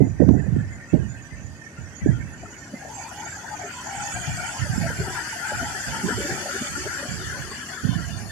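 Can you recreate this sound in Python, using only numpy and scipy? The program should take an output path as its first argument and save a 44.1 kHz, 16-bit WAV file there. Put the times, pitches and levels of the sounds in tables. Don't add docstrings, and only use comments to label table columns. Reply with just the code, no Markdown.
import sys
import numpy as np
from scipy import signal
from scipy.fft import rfft, irfft
from scipy.io import wavfile

SR = 44100
rng = np.random.default_rng(int(sys.argv[2]) if len(sys.argv) > 2 else 0)


def log_audio(samples):
    frames = np.atleast_2d(samples).T
    limited = np.clip(frames, -1, 1)
    pcm = np.round(limited * 32767).astype(np.int16)
    wavfile.write(sys.argv[1], SR, pcm)


N = 366471
TIME_S = np.arange(N) / SR
BINS_HZ = np.fft.rfftfreq(1024, 1 / SR)
FRAMES_S = np.arange(N // 256 + 5) * 256 / SR

# f/Hz, coherence/0-1
COHERENCE = [(60, 0.77), (200, 1), (430, 0.94), (710, 0.98), (1160, 1), (1890, 0.3), (3100, 0.05),
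             (5000, 0.31), (13000, 0.18)]
# t/s, lag/ms
PORT_LAG = [(0, -.16), (1.8, -.14), (2.7, 0), (4, .02), (5.5, .065), (7.2, .095), (8.3, .05)]
# f/Hz, left/dB, right/dB
SEA_SPECTRUM = [(29.8, -44, -69), (83, -4.5, -3), (132, -7, -6), (187, -11.5, -15), (262, -7.5, -9),
                (422, -20, -21), (620, -20, -18), (950, -25, -26), (1190, -25, -26), (2200, -35.5, -60),
                (4000, -44, -36), (5300, -47, -35.5), (6400, -49, -33.5), (7500, -54, -31.5),
                (8200, -40, -35.5), (9400, -48.5, -40.5), (11800, -47, -54), (14000, -64, -53)]
# f/Hz, width/Hz, level/dB
BANDS_LEFT = [(1360, 73, -18), (1510, 90, -4), (1800, 120, 6), (2116, 260, -2), (2490, 150, -3),
              (3400, 50, -15), (4780, 62, 0), (6100, 60, -8), (8800, 60, -15)]
BANDS_RIGHT = [(1570, 60, -8), (1800, 32, 20), (2150, 50, -3), (2610, 42, 6.5), (3040, 140, -7),
               (5150, 45, -4), (5975, 61, 10.5), (6830, 85, 5)]
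# f/Hz, breeze/dB, hard gust/dB
WIND_SPECTRA = [(20, -26, -24), (45.4, -36, -25), (91.3, 11, 8), (123.6, 6, 4), (181, -5.5, 5.5),
                (291, -18.5, -1), (473, -53, -12.5), (743, -57, -18.5), (917, -49, -31.5), (1090, -52, -54),
                (2000, -70, -52), (5000, -83, -84)]
# t/s, hold/s, left/dB, right/dB
PORT_GUSTS = [(0.006, 0.017, -26, -5), (0.202, 0.04, -51, -5), (0.277, 0.075, -41, -8.5),
              (0.467, 0.011, -47, -18), (0.524, 0.048, -23.5, -17.5), (0.935, 0.009, -31, -6),
              (1.325, 0.016, -57, -30), (1.416, 0.029, -53, -29), (1.788, 0.021, -46, -29),
              (2.016, 0.06, -23.5, -43), (2.067, 0.012, -43, -9.5), (2.403, .01, -40, -40),
              (3.966, 0.0092, -37, -37.5), (4.135, 0.032, -30, -39), (4.275, 0.014, -23, -28),
              (4.594, 0.036, -71, -25), (4.693, 0.02, -29, -24.5), (4.759, 0.079, -34.5, -20.5),
              (4.868, 0.014, -52, -24.5), (4.987, 0.015, -24, -32), (5.525, 0.13, -47, -31),
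              (5.868, 0.013, -57, -26.5), (6.048, 0.006, -39, -29), (6.145, 0.022, -44, -26),
              (6.306, 0.0091, -31.5, -42), (6.693, 0.17, -75, -33.5), (7.085, 0.056, -48, -27),
              (7.244, 0.033, -53, -29), (7.38, 0.037, -57, -29.5), (7.837, 0.11, -70, -21),
              (7.937, 0.065, -65, -23.5), (8.04, 0.13, -61, -26.5), (8.218, 0.025, -43, -29)]
# t/s, level/dB, f/Hz
EDDY_SLAPS = [(0.009, -2.5, 323), (0.023, -3, 196), (0.2092, -2, 262), (0.226, -4, 420), (0.234, -6, 215),
              (0.247, -8, 160), (0.269, -8, 215), (0.284, -5, 190), (0.291, 2.5, 226), (0.312, -2.5, 290),
              (0.326, -4.5, 115), (0.343, -10.5, 258), (0.354, -8, 213), (0.488, -9, 149),
              (0.529, -10, 140), (0.566, -14, 295), (0.57, -13.5, 190), (0.591, -11, 139), (0.9415, 1, 251),
              (2.035, -17.5, 131), (2.0633, -3.5, 306), (2.08, -17.5, 200), (2.0942, -3.5, 152),
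              (2.117, -14, 140), (4.627, -12, 107), (4.705, -12.5, 113), (4.737, -18, 167),
              (4.783, -10, 195), (4.829, -13, 144), (5.002, -15, 136), (6.047, -14, 215), (6.064, -16, 215),
              (6.164, -20, 109), (6.325, -20, 157), (7.853, -9, 169), (7.894, -7.5, 179), (7.963, -10, 159)]
# t/s, level/dB, f/Hz, length/s, left-right/dB
PEBBLE_CLINKS = [(0.026, -40.5, 2040, 0.065, 23), (.22, -38.5, 1887, 0.046, 4),
                 (0.392, -43, 1950, 0.059, 13), (0.434, -45, 1690, 0.077, -19),
                 (0.602, -40, 1730, 0.045, -3), (.74, -41, 2050, 0.067, 20), (.84, -39, 1840, 0.088, 4),
                 (0.908, -43, 2640, .03, -20), (1.38, -48, 2640, 0.033, -20), (.92, -49, 2196, .03, -6),
                 (1.186, -46, 2583, 0.04, -16), (1.335, -41, 2040, 0.056, 17), (1.34, -38, 1790, .03, -2),
                 (1.789, -38, 1390, 0.031, 16), (2.02, -37.5, 1970, 0.029, 20),
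                 (2.051, -39, 1600, 0.035, 5), (2.09, -34, 1690, 0.031, -7), (2.117, -39, 1937, 0.028, 18),
                 (2.157, -36, 1400, 0.052, 20), (2.219, -42, 1600, .025, -20), (2.35, -40, 1520, 0.032, 4),
                 (2.463, -41, 1360, 0.022, 8), (2.54, -41, 2920, 0.022, -18), (2.56, -42, 2210, .04, -17),
                 (2.763, -40, 2050, .04, -6), (2.808, -40, 1655, 0.036, 0), (3.068, -40.5, 2390, 0.038, -9),
                 (3.209, -43, 2420, 0.067, -12), (3.343, -32.5, 1617, 0.044, 7)]
# t/s, level/dB, f/Hz, length/s
HIGH_CHIRPS = [(0.085, -50, 6900, 0.11), (0.333, -48.5, 6940, 0.035), (.42, -48, 7000, 0.082),
               (0.628, -56, 6900, .04), (.74, -46.5, 6830, 0.084), (0.906, -47.5, 6930, 0.044),
               (1.113, -45, 6860, 0.072), (1.232, -42, 6670, 0.035), (1.472, -45.5, 6830, 0.056),
               (1.82, -47, 6890, .05), (1.976, -39.5, 6660, 0.062), (2.073, -44.5, 6930, 0.057),
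               (2.339, -42.5, 6761, .025), (2.42, -52, 6890, 0.15), (2.53, -43, 6730, 0.054),
               (2.583, -44, 6890, .1)]
# t/s, foam/dB, spray/dB, hiss/dB
WAVE_LEVELS = [(0, -54.5, -68, -73), (.7, -48, -55.5, -60.5), (1.5, -54.5, -56.5, -58.5),
               (2.25, -48.5, -51, -55.5), (2.6, -49.5, -52.5, -52.5), (3.15, -43, -45, -44),
               (3.6, -41, -49, -45), (4.1, -37, -39, -37.8), (4.7, -38, -45.5, -37.5),
               (5.1, -34, -45.5, -36), (6.55, -34, -41.5, -33.5), (7.3, -38, -46.5, -36),
               (7.8, -39.5, -45.5, -39.5), (8.3, -47.5, -45.5, -41)]
# f/Hz, left/dB, right/dB
FOAM_SPECTRUM = [(1000, -26.5, -31), (1292, 0.5, -23), (1406, 9.5, -6), (1596, 5, 5), (1810, 4.5, -41),
                 (1756, 2.5, 8), (2100, -3.5, -9.5), (2096, 1.5, -33), (2200, -44, -38)]
SPRAY_SPECTRUM = [(2000, -30, -45), (2030, -15, 4.5), (2390, -8, 10), (2455, -6, 3.5), (2660, -5.5, 2),
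                  (2870, 5, -5.5), (2800, 2.5, 8), (3180, -0.5, 3), (3370, 0, -3.5), (3643, 0, -9.5),
                  (3740, -19.5, -49)]
HISS_SPECTRUM = [(3400, -36, -42), (4000, -13, -14), (3970, -18, -26), (4150, -4.5, -12), (4720, 2.5, -1),
                 (5270, -9, 4), (6100, -2.5, 5.5), (6700, -1, 7), (7190, -1, 3), (7270, -16, 13),
                 (7340, -15, 12), (7850, -17, 4), (8120, -25, 4.5), (8530, -24, 2), (8670, -28, -11.5),
                 (8700, -9, -1.5), (10300, -8.5, -4), (12100, -16, -10.5), (14200, -40, -13)]
# t/s, right 6.65 kHz/dB, right 8 kHz/dB, top treble at both ports/dB
HISS_TREBLE = [(0, -5.5, 10, -2.5), (2.5, 10, -1.5, -2.5), (3.4, 11, -3, -6), (4.25, 9.5, 10, -1.5),
               (4.8, -2, -1.5, 1), (6.6, 1.5, 2, -1.5), (7.4, -10.5, -4, -3.5), (8.3, -21, -21, -1)]
# delay/ms, ripple/dB
SHELTER_ECHO = [(2.7, 3.5), (1.9, 3)]
# t/s, level/dB, f/Hz, length/s
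GULP_TONES = [(2.436, -34.5, 709, 0.018), (2.74, -34.5, 265, 0.04), (2.742, -37, 560, 0.021),
              (2.847, -33, 636, 0.019), (2.99, -34, 805, 0.06), (3.084, -41, 990, 0.1),
              (3.2, -34.5, 823, 0.089), (3.38, -36.5, 830, .035), (3.535, -34.5, 843, 0.035),
              (3.643, -32, 692, 0.059), (3.785, -36.5, 997, 0.099), (3.943, -28.5, 796, 0.042),
              (4.02, -31.5, 818, 0.11), (4.169, -28, 725, 0.034), (4.291, -33.5, 723, 0.049),
              (4.406, -29.5, 708, 0.074), (4.577, -30, 1005, 0.027), (4.667, -33.5, 588, 0.022),
              (4.815, -34, 814, 0.027), (4.854, -26.5, 668, 0.043), (4.905, -32.5, 500, .02),
              (5.007, -30, 385, 0.041), (5.082, -32.5, 366, 0.062), (5.092, -33.5, 760, 0.048),
              (5.156, -33, 987, 0.07), (5.196, -32, 917, 0.049), (5.339, -31, 890, 0.024),
              (5.523, -25.5, 600, 0.015), (5.524, -30, 848, 0.089), (5.626, -31, 253, 0.044),
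              (5.627, -31, 680, .04), (5.669, -32, 834, 0.04), (5.77, -52, 850, 0.078),
              (5.952, -32.5, 900, 0.076), (6.044, -26, 230, 0.023), (6.049, -43, 400, 0.023),
              (6.073, -31.5, 1020, 0.028), (6.096, -27.5, 434, 0.026), (6.115, -28.5, 240, 0.051),
              (6.133, -34.5, 953, 0.037), (6.194, -25.5, 377, 0.041), (6.257, -28, 300, 0.031),
              (6.304, -30, 351, 0.094), (6.312, -34, 765, 0.066), (6.468, -40, 563, 0.037),
              (6.469, -34, 746, 0.041), (6.558, -30.5, 389, 0.039), (6.617, -22.5, 258, 0.021),
              (6.78, -30.5, 282, 0.029), (6.869, -30, 372, 0.03), (6.867, -34.5, 585, 0.033),
              (7.039, -32.5, 603, 0.028), (7.053, -32, 270, 0.028), (7.218, -32, 357, 0.053),
              (7.354, -35, 1020, 0.021), (7.523, -33.5, 1104, 0.019), (7.792, -34.5, 1296, 0.026),
              (7.926, -35, 1035, 0.036)]
# f/Hz, left/dB, right/dB
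TUMBLE_SPECTRUM = [(50, -36, -34), (120, -36, -15), (227, 2.5, 7), (271, -8, -5.5), (415, 5.5, 5),
                   (475, -30, -23), (565, 3, 1), (810, -46, -57)]
CHURN_SPECTRUM = [(480, -41, -40), (614, 2.5, -14), (648, 6, -15), (696, 12, -5), (875, 14, -3),
                  (977, 4.5, 2.5), (1068, -22, 2.5), (1190, -49, -27), (1390, -21.5, -56)]
# f/Hz, level/dB, decay/s
PEBBLE_MODES = [(1038, -10, 0.0084), (1330, -17, 0.0054), (1630, 2.5, 0.0083), (1852, -5, 0.012),
                (2950, -8, 0.0075), (4630, -10, 0.004)]


def amp(db):
    return 10 ** (np.asarray(db) / 20)


def unit(x):
    return x / np.sqrt(np.mean(abs(x) ** 2) + 1e-20)


def curves(rows, t_s=TIME_S):
    knots_s, *columns = np.transpose(rows)
    return np.array([np.interp(t_s, knots_s, c) for c in columns])


def spectra(rows):
    hz, *columns = np.transpose(rows)
    return np.array([np.interp(np.log(BINS_HZ + 1), np.log(hz), c) for c in columns])[:, None]


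def band(centre_hz, width_hz):
    return np.exp(-((BINS_HZ - centre_hz) / width_hz) ** 2)


def ports(left, right):
    return np.array([left, right])[:, None, None]


def plateau(start_s, end_s, rise_db_per_s, fall_db_per_s):
    rise_db = -rise_db_per_s * np.maximum(start_s - TIME_S, 0)
    return rise_db - fall_db_per_s * np.maximum(TIME_S - end_s, 0)


def white():
    shape = (2, len(FRAMES_S), len(BINS_HZ))
    return rng.standard_normal(shape) + 1j * rng.standard_normal(shape)


def waveform(z):
    return unit(signal.istft(z.swapaxes(-1, -2), nperseg=1024, noverlap=768)[1][..., :N])


def blur(x, sigma_steps, axis):
    n = x.shape[axis]
    bell = np.exp(-2 * (np.pi * sigma_steps * np.fft.rfftfreq(2 * n)) ** 2)
    x = np.moveaxis(x, axis, -1)
    mirrored = np.concatenate([x, x[..., ::-1]], -1)
    return np.moveaxis(irfft(rfft(mirrored) * bell)[..., :n], -1, axis)


def smear(x, span_s, span_hz):
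    return blur(blur(x, span_s / FRAMES_S[1], axis=-2), span_hz / BINS_HZ[1], axis=-1)


def patchy(z, depth_db, span_s, span_hz, threshold):
    strength = smear(abs(z), span_s, span_hz)
    excess = unit(strength - strength.mean()) - threshold
    return z * amp(depth_db * np.tanh(1.15 * excess))


def splashing(depth_db, span_s, span_hz):
    return depth_db * unit(smear(white()[0].real, span_s, span_hz))


def balance(centre_db, turn_db_per_ms, drift_db_per_s):
    return centre_db + turn_db_per_ms * curves(PORT_LAG)[0] + drift_db_per_s * (TIME_S - TIME_S.mean())


def placed(x, level_db, pan_db):
    sides = amp(np.array([pan_db, -pan_db]) / 2)
    power = np.mean(x ** 2, axis=1, keepdims=True)
    return x * amp(level_db) * sides / np.sqrt(np.mean(power * sides ** 2, axis=0))


def sea_noise():
    left, other = white()
    coherence = np.clip(spectra(COHERENCE)[0], 0, 1)
    lag_s = curves(PORT_LAG, FRAMES_S).T / 1000
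    right = coherence * left + np.sqrt(1 - coherence ** 2) * other
    return np.array([left, right * np.exp(-2j * np.pi * BINS_HZ * lag_s)])


def far_sea():
    return amp(-44.5) * waveform(sea_noise() * amp(spectra(SEA_SPECTRUM)))


def ringing_bands():
    power = [sum(amp(db) ** 2 / (1 + (2 * (BINS_HZ - hz) / width_hz) ** 2) ** 2
                 for hz, width_hz, db in port) for port in (BANDS_LEFT, BANDS_RIGHT)]
    depth_db = ports(9.5, 5.0) * (BINS_HZ < 4000)
    patches = patchy(sea_noise(), depth_db, span_s=0.0073, span_hz=40, threshold=0.76)
    swell_db = splashing(depth_db=np.where(BINS_HZ > 4000, 3.2, 1.3), span_s=0.025, span_hz=200)
    return amp(-50) * waveform(patches * amp(swell_db) * np.sqrt(power)[:, None])


def gust_strength(breeze_db=-88, wake_cap_db=-12.5, rise_db_per_s=2597):
    level_db = np.full((2, N), float(breeze_db))
    for at_s, hold_s, left_db, right_db in PORT_GUSTS:
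        peak_db = np.array([[left_db], [right_db]])
        blow_db = peak_db + plateau(at_s, at_s + hold_s, rise_db_per_s, fall_db_per_s=608)
        fade_db = plateau(at_s, at_s + hold_s, rise_db_per_s, fall_db_per_s=97)
        wake_db = np.minimum(peak_db, wake_cap_db) + fade_db
        level_db = np.maximum(level_db, np.maximum(blow_db, wake_db))
    return level_db


def wind():
    level_db = gust_strength()
    hardness = np.clip((level_db + 27.5) / 19, 0, 1)
    eddies = patchy(white(), depth_db=4, span_s=0.012, span_hz=28, threshold=0.1)
    breeze, gust = (waveform(eddies * amp(colour_db)) for colour_db in spectra(WIND_SPECTRA))
    rumble = (1 - hardness) * breeze + hardness * gust
    rumble /= np.sqrt(blur(rumble ** 2, 0.01 * SR, axis=1) + 1e-6)
    return rumble * amp(level_db - 1.5 * hardness)


def slaps(stretch_per_cycle=0.32, snap_db=-27.5, snap_db_per_db=2.8, snap_cycles=0.034):
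    right = np.zeros(N)
    for at_s, db, hz in EDDY_SLAPS:
        near = abs(TIME_S - at_s) < 0.04
        period_ratio = 1 + stretch_per_cycle * (TIME_S[near] - at_s) * hz
        cycles = np.log(np.maximum(period_ratio, 1e-6)) / stretch_per_cycle
        front = (cycles + 1 / 4) / snap_cycles
        right[near] += amp(db) * np.cos(2 * np.pi * cycles) * np.exp(-cycles ** 2)
        right[near] += amp(snap_db + snap_db_per_db * db) * np.tanh(4 * front) * np.exp(-abs(front))
    return np.array([np.zeros(N), right])


def eddy_shielding():
    cover = np.max([np.exp(-((TIME_S - at_s) * hz / 1.2) ** 2) for at_s, _, hz in EDDY_SLAPS], axis=0)
    return np.array([np.ones(N), 1 - 0.54 * cover])


def clinks_and_chirps(flutter_depth=0.94, flutter_s=0.0031, chirp_gain_db=0.5, chirp_pan_db=-40):
    out = np.zeros((2, N))
    flutter = flutter_depth * unit(blur(rng.standard_normal((2, N)), flutter_s * SR, axis=1))
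    chirps = [(at_s, db + chirp_gain_db, hz, length_s, chirp_pan_db)
              for at_s, db, hz, length_s in HIGH_CHIRPS]
    for at_s, db, hz, length_s, pan_db in PEBBLE_CLINKS + chirps:
        near = abs(TIME_S - at_s) < 0.15
        t = TIME_S[near] - at_s
        tremor, wobble_rad = flutter[:, near]
        sides = amp(np.array([[pan_db], [-pan_db]]) / 2)
        envelope = np.exp(-(2 * t / length_s) ** 2) * (1 + tremor / 2)
        ring = envelope * np.sin(2 * np.pi * hz * t + wobble_rad)
        out[:, near] += amp(db) * ring * sides / np.linalg.norm(sides)
    return out


def landing_band(centre_hz, width_hz):
    return np.clip((FRAMES_S - 5.7) / 3.9, 0, 1)[:, None] * band(centre_hz, width_hz)


def white_water():
    foam_db, spray_db, _ = curves(WAVE_LEVELS)
    foam_pan_db = balance(centre_db=-0.5, turn_db_per_ms=53, drift_db_per_s=0.5)
    spray_pan_db = balance(centre_db=-0.5, turn_db_per_ms=-57, drift_db_per_s=4.0)
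    calm = np.clip((-33 - curves(WAVE_LEVELS, FRAMES_S)[0]) / 14, 0, 1)[:, None]
    froth = patchy(sea_noise(), depth_db=7, span_s=0.016, span_hz=29.6, threshold=0.64 * calm + 0.35)
    drops = patchy(sea_noise(), depth_db=10.5, span_s=0.028, span_hz=40.7, threshold=calm + 0.032)
    large_bubbles_db = 26.5 * landing_band(centre_hz=1110, width_hz=105)
    heave_db = splashing(depth_db=1.6, span_s=0.009, span_hz=220)
    foam = waveform(froth * amp(spectra(FOAM_SPECTRUM) + large_bubbles_db + heave_db))
    spray = waveform(drops * amp(spectra(SPRAY_SPECTRUM) + heave_db))
    return placed(foam, foam_db, foam_pan_db) + placed(spray, spray_db, spray_pan_db)


def shelter_ripple():
    slide_ms = 0.54 * curves(PORT_LAG, FRAMES_S).T
    return np.array([db * np.cos(2 * np.pi * BINS_HZ * (ms + slide_ms) / 1000)
                     for ms, db in SHELTER_ECHO])


def swash():
    hiss_db = curves(WAVE_LEVELS)[2]
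    pan_db = balance(centre_db=5.5, turn_db_per_ms=-16, drift_db_per_s=1.0)
    thin = np.clip((hiss_db.max() - np.interp(FRAMES_S, TIME_S, hiss_db)) / 14, 0, 1)[:, None]
    depth_db = ports(3, 10) + thin * ports(4, 0)
    fizz = patchy(sea_noise(), depth_db, span_s=0.02, span_hz=34.6, threshold=1.4 * thin + 0.19)
    fizz /= np.sqrt(np.mean(abs(fizz) ** 2, axis=2, keepdims=True))
    top_shelf = np.clip((BINS_HZ - 7800) / 1500, 0, 1)
    bands = np.array([band(6650, width_hz=520), band(7990, width_hz=300), top_shelf])
    gains_db = curves(HISS_TREBLE, FRAMES_S).T
    treble_db = np.array([gains_db[:, 2:] @ bands[2:], gains_db @ bands])
    uneven_db = shelter_ripple() + splashing(depth_db=1.3, span_s=0.0059, span_hz=580)
    colour_db = spectra(HISS_SPECTRUM) + uneven_db * (0.56 + thin) + treble_db
    return placed(waveform(fizz * amp(colour_db)), hiss_db, pan_db)


def gulps(flutter_depth=0.8, flutter_s=0.0024, attack_share=0.48):
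    out = np.zeros(N)
    flutter = flutter_depth * unit(blur(rng.standard_normal((2, N)), flutter_s * SR, axis=1))
    for (at_s, db, hz, length_s), phase in zip(GULP_TONES, rng.random(len(GULP_TONES))):
        near = abs(TIME_S - at_s) < 0.12
        t = TIME_S[near] - at_s
        tremor, wobble_rad = flutter[:, near]
        slope_s = length_s * np.where(t < 0, attack_share, 1 - attack_share)
        envelope = np.exp(-(t / slope_s) ** 2) * (1 + tremor / 2)
        out[near] += amp(db) * envelope * np.sin(2 * np.pi * (hz * t + phase) + wobble_rad)
    return out * amp([[0], [-3]])


def tumble(landing_s=6.52, slope_db_per_s=5.5, deep_below_hz=710):
    bed_db = -41 - slope_db_per_s * abs(TIME_S - landing_s)
    jumps_db = [db - 7.5 + plateau(at_s, at_s, rise_db_per_s=600, fall_db_per_s=246)
                for at_s, db, hz, _ in GULP_TONES if hz < deep_below_hz]
    level_db = np.max([bed_db] + jumps_db, axis=0)
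    patches = patchy(sea_noise(), depth_db=9.5, span_s=0.037, span_hz=30.8, threshold=0.59)
    return waveform(patches * amp(spectra(TUMBLE_SPECTRUM))) * amp(level_db)


def churn(full_db=-41.5, idle_db=-63):
    level_db = full_db + plateau(start_s=2.97, end_s=4.73, rise_db_per_s=26, fall_db_per_s=1.5)
    patches = patchy(sea_noise(), depth_db=9, span_s=0.016, span_hz=50, threshold=0.05)
    colour_db = spectra(CHURN_SPECTRUM) - 14.5 * landing_band(centre_hz=880, width_hz=120)
    return waveform(patches * amp(colour_db)) * amp(np.maximum(level_db, idle_db))


def clatter(clacks_per_s=420, spread_db=5.5, attack_s=0.0016):
    out = np.zeros((2, N))
    t = np.arange(2048) / SR
    chance = clacks_per_s / (3 * len(PEBBLE_MODES) * SR)
    for hz, db, decay_s in PEBBLE_MODES:
        envelope = amp(db) * (1 - np.exp(-t / attack_s)) * np.exp(-t / decay_s)
        for detune in rng.uniform(0.94, 1.06, 3):
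            hits = rng.random(N) < chance
            force = amp(spread_db * np.minimum(rng.exponential(1, N), 3))
            ring = envelope * np.sin(2 * np.pi * hz * detune * t)
            sides = amp(rng.normal(0, 3, (2, 1)))
            out += sides * signal.oaconvolve(hits * force, ring)[:N]
    return unit(out) * amp(-45 + plateau(start_s=6.94, end_s=8, rise_db_per_s=6, fall_db_per_s=20))


def scene():
    sea = far_sea() + ringing_bands() + clinks_and_chirps()
    wave = tumble() + churn() + gulps() + white_water() + swash() + clatter()
    return sea + wave + wind() * eddy_shielding() + slaps()


def record(dry, low_cut_hz=62, high_cut_hz=13950):
    thin = signal.sosfilt(signal.butter(3, low_cut_hz, "highpass", fs=SR, output="sos"), dry)
    clipped = thin / (1 + thin ** 30) ** (1 / 30)
    low_pass = signal.firwin(511, high_cut_hz, window=("kaiser", 9), fs=SR)
    return signal.oaconvolve(clipped, low_pass[None], "same", axes=1)


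dry = scene()
out = record(dry)
log_audio(out)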